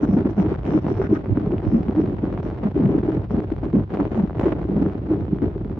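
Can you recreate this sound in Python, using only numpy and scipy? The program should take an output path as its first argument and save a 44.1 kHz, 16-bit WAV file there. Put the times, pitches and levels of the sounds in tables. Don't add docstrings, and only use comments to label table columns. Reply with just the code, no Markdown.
import sys
import numpy as np
from scipy import signal
from scipy.fft import rfft, irfft
from scipy.io import wavfile
from scipy.ndimage import uniform_filter1d, minimum_filter1d

SR = 44100
rng = np.random.default_rng(int(sys.argv[2]) if len(sys.argv) > 2 else 0)


def file_out(sig):
    cols = np.atleast_2d(sig).T
    lim = np.clip(cols, -1, 1)
    pcm = np.round(lim * 32767).astype(np.int16)
    wavfile.write(sys.argv[1], SR, pcm)


N = 255339
TIME = np.arange(N) / SR

# start in seconds, length in seconds, relative level of the wall judder
# in dB, relative level of the chatter in dB, how long the plastic lifts off just before the start in seconds.
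STRETCHES = [(0.010, .215, -24.5, -41, 0.0037), (0.247, 0.069, -24.5, -41.5, 0.009),
             (0.369, 0.16, -25.5, -37.5, 0.034), (0.644, .148, -23.5, -35.5, 0.033),
             (0.844, .08, -25, -37, 0.0067), (0.997, 0.057, -25, -37, 0.0045),
             (1.09, 0.074, -22.5, -41, 0.01), (1.272, .28, -26, -41.5, 0.0042),
             (1.624, .19, -26.5, -42, 0.014), (1.948, .18, -25.5, -41, 0.013),
             (2.218, 0.27, -28.5, -41.5, 0.0029), (2.629, .045, -25.5, -36.5, .005),
             (2.746, .25, -23, -39.5, 0.019), (3.028, .145, -24.5, -39.5, 0.0038),
             (3.3, .143, -24.5, -40.5, 0.037), (3.629, .035, -23, -41.5, 0.0055),
             (3.729, .075, -18, -42, 0.0045), (3.903, .185, -27, -37.5, 0.04),
             (4.108, 0.1, -28, -38, 0.026), (4.395, 0.135, -28, -34.5, .006),
             (4.681, .2, -22, -41.5, 0.0073), (5.099, .11, -25.5, -43, 0.0062),
             (5.280, 0.057, -24, -44, 0.0039), (5.419, 0.051, -22, -39.5, .005)]
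# middle in seconds, relative level in dB,
# pitch in Hz (it drifts around this), length in seconds.
BOOMS = [(0.036, -11, 282.8, 0.01), (0.094, -15.5, 191, 0.017), (0.139, -11.5, 215.7, 0.014),
         (0.175, -12.5, 238.1, .023), (0.261, -17, 280.8, 0.027), (0.392, -13, 219.9, .029),
         (0.455, -20, 342.2, .016), (0.519, -18.5, 282.5, 0.011), (0.755, -13.5, 276.1, 0.032),
         (0.913, -22, 291.4, 0.018), (1, -20, 375.3, .02), (1.108, -17, 189.8, .02),
         (1.132, -12.5, 260, .02), (1.376, -17, 257.4, 0.011), (1.535, -19.5, 301.1, 0.025),
         (1.752, -13, 250.4, .047), (1.895, -17, 223.8, 0.019), (1.992, -17.5, 322.2, 0.056),
         (2.235, -18, 294.4, .016), (2.66, -17, 217, 0.023), (2.764, -17, 350.2, .014),
         (2.808, -17, 263.8, 0.024), (2.85, -17, 188.3, .047), (2.905, -17, 270.2, .024),
         (2.948, -14, 280.6, .017), (2.984, -15, 272.2, 0.012), (3.09, -21.5, 321.3, 0.024),
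         (3.345, -20, 249.8, .02), (3.385, -19, 278.5, 0.018), (3.522, -17, 275.2, 0.008),
         (3.751, -14.5, 281.1, 0.026), (3.779, -16.5, 212.9, 0.021), (4.007, -16.5, 287.1, 0.025),
         (4.193, -17, 215.4, .034), (4.241, -15, 192.3, 0.014), (4.398, -18, 337.2, .008),
         (4.436, -17, 220.2, .009), (4.466, -13.5, 301.4, 0.016), (4.528, -17, 381, .008),
         (4.771, -20, 210.7, 0.033), (4.823, -12.5, 252, 0.012), (4.862, -18, 319, 0.017),
         (5.121, -19, 305.2, 0.045), (5.429, -17, 246.9, 0.017)]
# time in seconds, relative level in dB,
# crispness (extra treble near 3000 Hz) in dB.
HARD_TAPS = [(0.3997, -26.5, 4), (0.4625, -30.5, 8), (0.5507, -25, -5), (0.611, -36.5, -8.5),
             (0.622, -40, -7), (0.6334, -35.5, 8.5), (0.6532, -34, 14), (0.6648, -34.5, 12),
             (0.7354, -29.5, 6), (0.8209, -46, 9.0), (0.8664, -25, 0), (0.8843, -25, -7), (0.9419, -41, 11),
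             (1.0002, -36, 7), (1.0165, -22, -6.0), (1.0412, -34, -3), (1.0687, -31, 6), (1.1385, -39, 5),
             (1.1579, -32.5, 9), (1.2591, -29, 0), (1.3727, -25.5, 0), (1.5205, -27, 0),
             (1.5818, -33.5, 12), (1.6197, -29, -1), (1.884, -28, 3), (2.0162, -32, 5.5), (2.185, -36, 6),
             (2.3768, -27.5, 2.0), (2.5868, -34, 2.5), (2.6603, -31, -7), (2.7001, -49, 7),
             (2.7533, -34, -9), (2.8578, -31.5, 9), (3.0325, -32.5, 4), (3.3074, -29, -9),
             (3.421, -36, -12), (3.52, -36.5, 15), (3.6337, -32.5, -1), (3.7854, -30.5, -14),
             (3.9719, -27.5, 3), (4.0008, -22.5, -12), (4.0309, -38, 9), (4.0532, -28.5, 2.5),
             (4.1463, -26, -1), (4.2974, -29.5, -5.5), (4.3078, -32, -12), (4.3114, -44, -1),
             (4.331, -34, -5), (4.349, -34, 4), (4.3532, -33.5, -2), (4.3834, -35, 11), (4.3963, -25.5, 9),
             (4.4133, -26, 1.0), (4.4323, -29, 1), (4.4566, -27.5, 2), (4.4826, -30, 0),
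             (4.5207, -30.5, 10), (4.5242, -27.5, 9.5), (4.6306, -29.5, -6), (4.822, -31, -8.5),
             (4.862, -28.5, -4.0), (4.8984, -31, 1), (4.924, -31, -3), (5.3861, -35, 3)]
# frequency in Hz, relative level in dB.
TAP_TONE = [(40, -1), (130, 2), (310, 6), (410, 5.5), (490, 3), (660, -0.5), (1000, -8), (1500, -15),
            (2100, -21), (3000, -31), (4200, -43), (6200, -48.5), (8500, -62), (13000, -83.5)]
# frequency in Hz, opposed minus shared part in dB.
TAP_WIDTH = [(100, -12), (300, -8.5), (600, -5), (1200, -0.5), (3000, 3), (9000, 1.5)]


def gain_of(db):
    return 10 ** (np.asarray(db) / 20)


def evened(x):
    return x / np.sqrt(np.mean(x ** 2) + 1e-20)


def read(points, hz):
    f, value = np.transpose(points)
    return np.interp(np.log(hz + 1), np.log(f + 1), value)


def colour(x, points, size=8192):
    hz = abs(np.fft.fftfreq(size, 1 / SR))
    log_gain = np.log(gain_of(read(points, hz)))
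    minimum_phase = np.exp(np.conj(signal.hilbert(log_gain)))
    response = np.fft.ifft(minimum_phase).real[:size // 2]
    return signal.oaconvolve(x, response)[:len(x)]


def ring_strength(points):
    return np.linalg.norm(colour(signal.unit_impulse(SR), points))


def smooth(x, seconds):
    width = max(int(seconds * SR), 1)
    return np.maximum(uniform_filter1d(uniform_filter1d(x, width), width), 0)


def wander(hz):
    size = 2 ** 18
    spectrum = rfft(rng.standard_normal(size))
    slow = np.exp(-(np.fft.rfftfreq(size, 1 / SR) / hz) ** 2)
    return evened(irfft(spectrum * slow)[:N])


def noise(points):
    return evened(colour(rng.standard_normal(N + SR), points)[SR:])


def left_right(mid, side):
    return np.array([mid + side, mid - side])


def swell(s, length):
    at = np.flatnonzero(abs(TIME - s) < 2 * length)
    return at, .5 ** ((2 * (TIME[at] - s) / length) ** 2)


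def surge(depth_db, rate_hz, span_s):
    spurts = gain_of(depth_db * wander(rate_hz))
    return spurts / np.sqrt(smooth(spurts ** 2, span_s) + 1e-6)


def shaking(column):
    # time in seconds, relative level of the wall judder in dB, relative level of the chatter in dB.
    calm_levels = np.array([(0, -33, -41), (1.3, -32.5, -41.5), (2.5, -33.5, -43.5), (3.8, -37.5, -45),
                            (4.7, -28.5, -41), (5.2, -33, -46), (5.79, -32, -48.5)])
    early_s, attack_s, release_s = 0.0018, 0.0039, 0.013
    calm = gain_of(np.interp(TIME, calm_levels[:, 0], calm_levels[:, column]))
    level = calm
    for row in STRETCHES:
        t = TIME - row[0] + early_s
        rise = np.clip(t / attack_s, 0, 1)
        fall = np.exp(-np.maximum(t - row[1], 0) / release_s)
        level = np.maximum(level, calm + rise * fall * (gain_of(row[1 + column]) - calm))
    return level


def cabin(level_db=-30, waver=0.012, throb_db=2):
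    # frequency in Hz, relative level in dB.
    rumble_tone = [(20, -16), (32, -25), (44, -1), (53, 5.5), (72, 4), (105, 7.5), (150, -0.5), (230, -9.5),
                   (390, -22), (500, -27), (1000, -38), (2000, -50), (4500, -60), (9000, -80)]
    # frequency in Hz, opposed minus shared part in dB.
    rumble_width = [(30, -21.5), (70, -24.5), (150, -12), (300, -7), (600, -3.5), (1500, 8), (8000, -1.5)]
    # time in seconds, pitch in Hz (before the waver), level in dB.
    hum_path = [(0, 53.86, -50.5), (1.4, 57, -44), (2.4, 54, -50), (3.301, 56.6, -36),
                (3.802, 49.33, -36.5), (4.3, 49.6, -42), (4.9, 55.8, -39.5), (5.2, 56.7, -45.5),
                (5.5, 48.45, -42.5), (5.79, 48.4, -50)]
    s, pitch, hum_db = np.transpose(hum_path)
    hz = np.interp(TIME, s, pitch) * (1 + waver * wander(5))
    throb = gain_of(throb_db * wander(3.6))
    hum = evened(throb * np.sin(2 * np.pi * np.cumsum(hz) / SR))
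    rumble = left_right(noise(rumble_tone), colour(noise(rumble_tone), rumble_width))
    return gain_of(level_db) * rumble + gain_of(np.interp(TIME, s, hum_db)) * hum


def wall(drive, judder_db=1.5, boom_db=1.5, glide=0.13, glide_hz=75, rough=0.33):
    # frequency in Hz, relative level in dB.
    judder_tone = [(50, -31.5), (95, -2), (170, 5), (300, 6.5), (400, 0.5), (500, -13.5), (700, -20.5),
                   (1000, -25.5), (1600, -76.5)]
    # frequency in Hz, opposed minus shared part in dB.
    wall_width = [(100, -22), (300, -14), (450, -18), (700, -16), (1500, -5)]
    judder = noise(judder_tone)
    judder /= np.sqrt(smooth(judder ** 2, 0.061) + 1e-6)
    level = gain_of(judder_db) * shaking(column=1) * drive
    mid, power = level * judder, level ** 2
    drift, uneven = np.exp(glide * wander(glide_hz)), 1 + rough * wander(130)
    for (s, db, hz, length), start in zip(BOOMS, rng.random(len(BOOMS))):
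        at, bell = swell(s, length)
        swing = bell * uneven[at]
        swing *= gain_of(db + boom_db) * np.linalg.norm(bell) / np.linalg.norm(swing)
        turns = start + np.cumsum(hz * drift[at]) / SR
        mid[at] += np.sqrt(2) * swing * np.sin(2 * np.pi * turns)
        power[at] += swing ** 2
    side = colour(np.sqrt(power) * noise(judder_tone), wall_width)
    return left_right(mid, side)


def seated(depth_db=-13, tap_share=0.32):
    # middle in seconds, length in seconds.
    free_times = [(0.345, .02), (0.572, 0.014), (0.62, .02), (0.806, .016), (1.232, .014), (2.416, .015),
                  (2.729, 0.014), (3.267, .022), (3.459, 0.017), (3.856, .028), (4.3, .025), (4.335, .025),
                  (4.545, .012), (4.665, .01), (5.005, 0.022)]
    tap_lift_s = .01
    lifts = [(start - lift / 2, lift, 1) for start, _, _, _, lift in STRETCHES]
    lifts += [(s - tap_lift_s / 2, tap_lift_s, tap_share) for s, _, _ in HARD_TAPS]
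    lifts += [(s, length, 1) for s, length in free_times]
    lifted = np.zeros(N)
    for s, length, share in lifts:
        at, bell = swell(s, length)
        lifted[at] += share * np.minimum(2 * bell ** 2, 1)
    return gain_of(depth_db * np.minimum(lifted, 1))


def bounces(rate, uneven, count=16000):
    flights = np.exp(uneven * rng.standard_normal(count))
    at = np.searchsorted(np.cumsum(rate) / SR, np.cumsum(flights / flights.mean()))
    return np.bincount(at[at < N], minlength=N)


def contact(blows, hard_db, scatter=0.79, edge_hz=2200, size=256):
    t = np.arange(size) / SR
    near, across = rng.standard_normal((2, size)) * np.exp(-t / .00035)
    near = scatter * near / np.linalg.norm(near) + (t == 0)
    pair = np.array([near / np.linalg.norm(near), across / np.linalg.norm(across)])
    clicks = evened(pair) / np.sqrt(size)
    treble = signal.lfilter(*signal.butter(1, edge_hz, "high", fs=SR), clicks)
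    clicks = clicks + (gain_of(hard_db) - 1) * treble
    sides = rng.choice([-1., 1.], N)
    return signal.oaconvolve(np.array([blows, blows * sides]), clicks, axes=1)[:, :N]


def clacks(level_db, spill=0.48, spill_s=0.00065, soft_hz=4000, size=256):
    landing_db = 0.5
    out = np.zeros((2, N + size))
    t = (np.arange(size) - size // 2) / SR
    hits = [*HARD_TAPS] + [(start, db + landing_db, 0) for start, _, _, db, _ in STRETCHES]
    for (s, db, crisp_db), scatter in zip(hits, rng.standard_normal((len(hits), 2, size))):
        click = scatter * np.exp(-abs(t) / spill_s)
        click *= spill / np.linalg.norm(click[0])
        click[0] -= t == 0
        tone = [(400, -6), (1400, 0), (3000, crisp_db), (9000, 0)]  # Hz, dB
        click = np.array([colour(part, tone, size=512) for part in click])
        first = round((s + t[0]) * SR)
        out[:, first:][:, :size] += gain_of(db + level_db) * click
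    out = signal.lfilter(*signal.butter(1, soft_hz, fs=SR), out)
    return out[:, :N] / ring_strength(TAP_TONE)


def chatter(drive, taps_per_s=400, crowding=.45, uneven=.55, spread_db=3.5, rub=0.1, base_db=9.5,
            boom_db=-14.5, clack_db=29, hard_db=5, roam=4, roam_hz=9, count=16):
    usual_hz = 260
    power = (gain_of(base_db) * shaking(column=2) * drive) ** 2
    for s, db, hz, length in BOOMS:
        at, bell = swell(s, length)
        power[at] += (gain_of(db + boom_db) * bell * hz / usual_hz) ** 2
    force = np.sqrt(power)
    pressure = force / np.median(force)
    sizes_db = spread_db * np.clip(rng.standard_normal(N), -2, 2)
    taps = bounces(taps_per_s * pressure ** crowding, uneven) * gain_of(sizes_db)
    taps /= np.sqrt(smooth(taps ** 2, 0.0039) + 0.38 * np.mean(taps ** 2))
    rubbing = rub * np.minimum(pressure, 2) * rng.standard_normal(N)
    blows = force * (rubbing - taps)
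    blows /= ring_strength(TAP_TONE)
    point = np.floor(roam * wander(roam_hz) + 2.5 * rng.standard_normal(N)) % count
    hardness = rng.permutation(np.linspace(-2 * hard_db, hard_db, count))
    struck = sum(contact(blows * (point == k), hardness[k]) for k in range(count))
    mid, side = struck + clacks(clack_db)
    return left_right(colour(mid, TAP_TONE), colour(colour(side, TAP_TONE), TAP_WIDTH))


def ticks(seat, per_s=120, level_db=-16, spread_db=3.5, follow=0.72):
    # frequency in Hz, relative level in dB.
    tick_tone = [(60, -2.5), (300, 3.5), (700, 3.5), (1500, -5), (3000, -23.5), (4200, -28.5),
                 (6200, -40.5), (9000, -54.5), (13000, -71.5)]
    shake = shaking(column=2)
    firmness = (shake / np.median(shake)) ** follow * seat ** 0.43
    sizes = gain_of(level_db + spread_db * np.clip(rng.standard_normal(N), -2, 2))
    touches = (rng.random(N) < per_s / SR) * sizes * firmness
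    shares = 1 + 0.45 * rng.uniform(-2.1, 1, (2, N))
    return np.array([colour(-touches * share, tick_tone) for share in shares]) / ring_strength(tick_tone)


def scuff(seat, level_db=-58.5, follow=0.8):
    # frequency in Hz, relative level in dB.
    hiss_tone = [(200, -13), (700, 0.5), (1200, -1.5), (2000, 2), (3400, -4), (4500, -13), (6000, -21),
                 (9000, -42.5)]
    shake = shaking(column=2)
    strength = gain_of(level_db) * (shake / np.median(shake)) ** follow * seat
    return strength * np.array([noise(hiss_tone), noise(hiss_tone)])


def slips(sharp=14, width_hz=400, flutter_db=3):
    # middle in seconds, length in seconds, centre frequency in Hz, relative level in dB.
    slip_list = [(0.033, 0.033, 6000, -64), (0.041, 0.022, 1004, -36.5), (0.13, 0.093, 5512, -67.5),
                 (0.135, 0.0089, 12020, -68), (0.309, 0.021, 5720, -68.5), (0.403, 0.059, 5650, -66.5),
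                 (0.417, .012, 614.3, -40), (0.674, 0.056, 6660, -75), (0.73, 0.15, 5524, -67.5),
                 (0.784, 0.017, 803, -43), (0.886, 0.012, 622, -33), (0.909, 0.11, 5450, -68),
                 (1.017, 0.021, 940, -39), (1.021, 0.12, 5485, -69), (1.048, 0.046, 1496, -42.5),
                 (1.148, 0.041, 5652, -66), (1.16, 0.019, 1357, -37), (1.735, 0.12, 5410, -70.5),
                 (2.014, 0.035, 5440, -68.5), (2.464, 0.078, 5630, -74), (2.7646, .012, 611, -37.5),
                 (2.8065, 0.013, 598.5, -38), (3.318, 0.043, 5430, -71.5), (3.646, .012, 599.4, -37.5),
                 (3.961, 0.011, 651, -37), (4.004, 0.015, 1031, -34), (4.157, 0.11, 6220, -76),
                 (4.397, 0.0093, 7294, -68), (4.4156, 0.01, 678, -33), (4.425, 0.068, 6670, -73),
                 (4.8225, .012, 651.4, -34), (4.8635, 0.014, 622, -45), (5.12, 0.029, 694.4, -43)]
    out, flutter = np.zeros((2, N)), evened(gain_of(flutter_db * wander(200)))
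    for s, length, hz, db in slip_list:
        at, bell = swell(s, length)
        half = min(width_hz + hz / sharp, hz) / 2
        band = signal.butter(2, [hz - half, hz + half], "band", fs=SR, output="sos")
        ringing = signal.sosfilt(band, rng.standard_normal((2, SR)))[:, -len(at):]
        mid, side = ringing * bell * flutter[at]
        ring = left_right(mid, gain_of(read(TAP_WIDTH, hz)) * side)
        out[:, at] += gain_of(db) * ring * np.linalg.norm(bell) / np.linalg.norm(mid)
    return out


def knocks(length_s=0.026, sag_per_s=7):
    # middle in seconds, level on the right in dB, pitch at the middle in Hz, left minus right in dB.
    knock_list = [(0.11, -26, 146.2, -3.5), (0.479, -26.5, 105.4, 2.5), (1.318, -13.5, 108.2, -13.5),
                  (1.567, -21.5, 101.4, -0.5), (1.682, -14, 107.1, -16), (2.866, -20, 135, 4),
                  (3.195, -21.5, 104.3, -4.5), (5.223, -22.5, 99.78, -7), (5.467, -19.5, 100.8, 2)]
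    out = np.zeros((2, N))
    for (s, db, hz, left_db), start in zip(knock_list, rng.random(len(knock_list))):
        at, bell = swell(s, length_s)
        turns = start + np.cumsum(hz * np.exp(-sag_per_s * (TIME[at] - s))) / SR
        out[:, at] += np.sqrt(2) * gain_of([[db + left_db], [db]]) * bell * np.sin(2 * np.pi * turns)
    return out


def scene(wall_lift=1.0, chatter_lift=.9, scuff_lift=.45, shared=.35):
    # frequency in Hz, gain in dB.
    panel_tone = [(135, 0.5), (195, 2), (258, -4.5), (315, 1.5), (348, -0.5), (395, 2), (480, -1.5),
                  (640, -1), (950, -2.5), (1700, -4), (3200, -2)]
    bumps = surge(depth_db=2.5, rate_hz=32, span_s=0.04)
    grain = surge(depth_db=4.0, rate_hz=66, span_s=.04)
    spurts, seat = bumps * grain, seated()
    flurries = spurts ** shared * surge(depth_db=2.5, rate_hz=90, span_s=.025)
    shaken = wall(seat ** wall_lift * spurts)
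    shaken = shaken + chatter(seat ** chatter_lift * flurries)
    shaken = shaken + ticks(seat) + scuff(seat ** scuff_lift)
    panel = np.array([colour(channel, panel_tone) for channel in shaken])
    return cabin() + panel + slips() * seat ** .35 + knocks()


def record(dry, ceiling_db=-6.0, bass_hz=38, edge_hz=14000):
    eased = dry * signal.windows.tukey(N, .002)
    thinned = signal.sosfilt(signal.butter(7, bass_hz, "high", fs=SR, output="sos"), eased)
    allowed = 1 / np.maximum(abs(thinned).max(0) / gain_of(ceiling_db), 1)
    held = thinned * smooth(minimum_filter1d(allowed, size=512), .005)
    low_pass = signal.firwin(511, edge_hz, window=("kaiser", 9), fs=SR)
    return signal.oaconvolve(held, low_pass[None], "same")


dry = scene()
out = record(dry)
file_out(out)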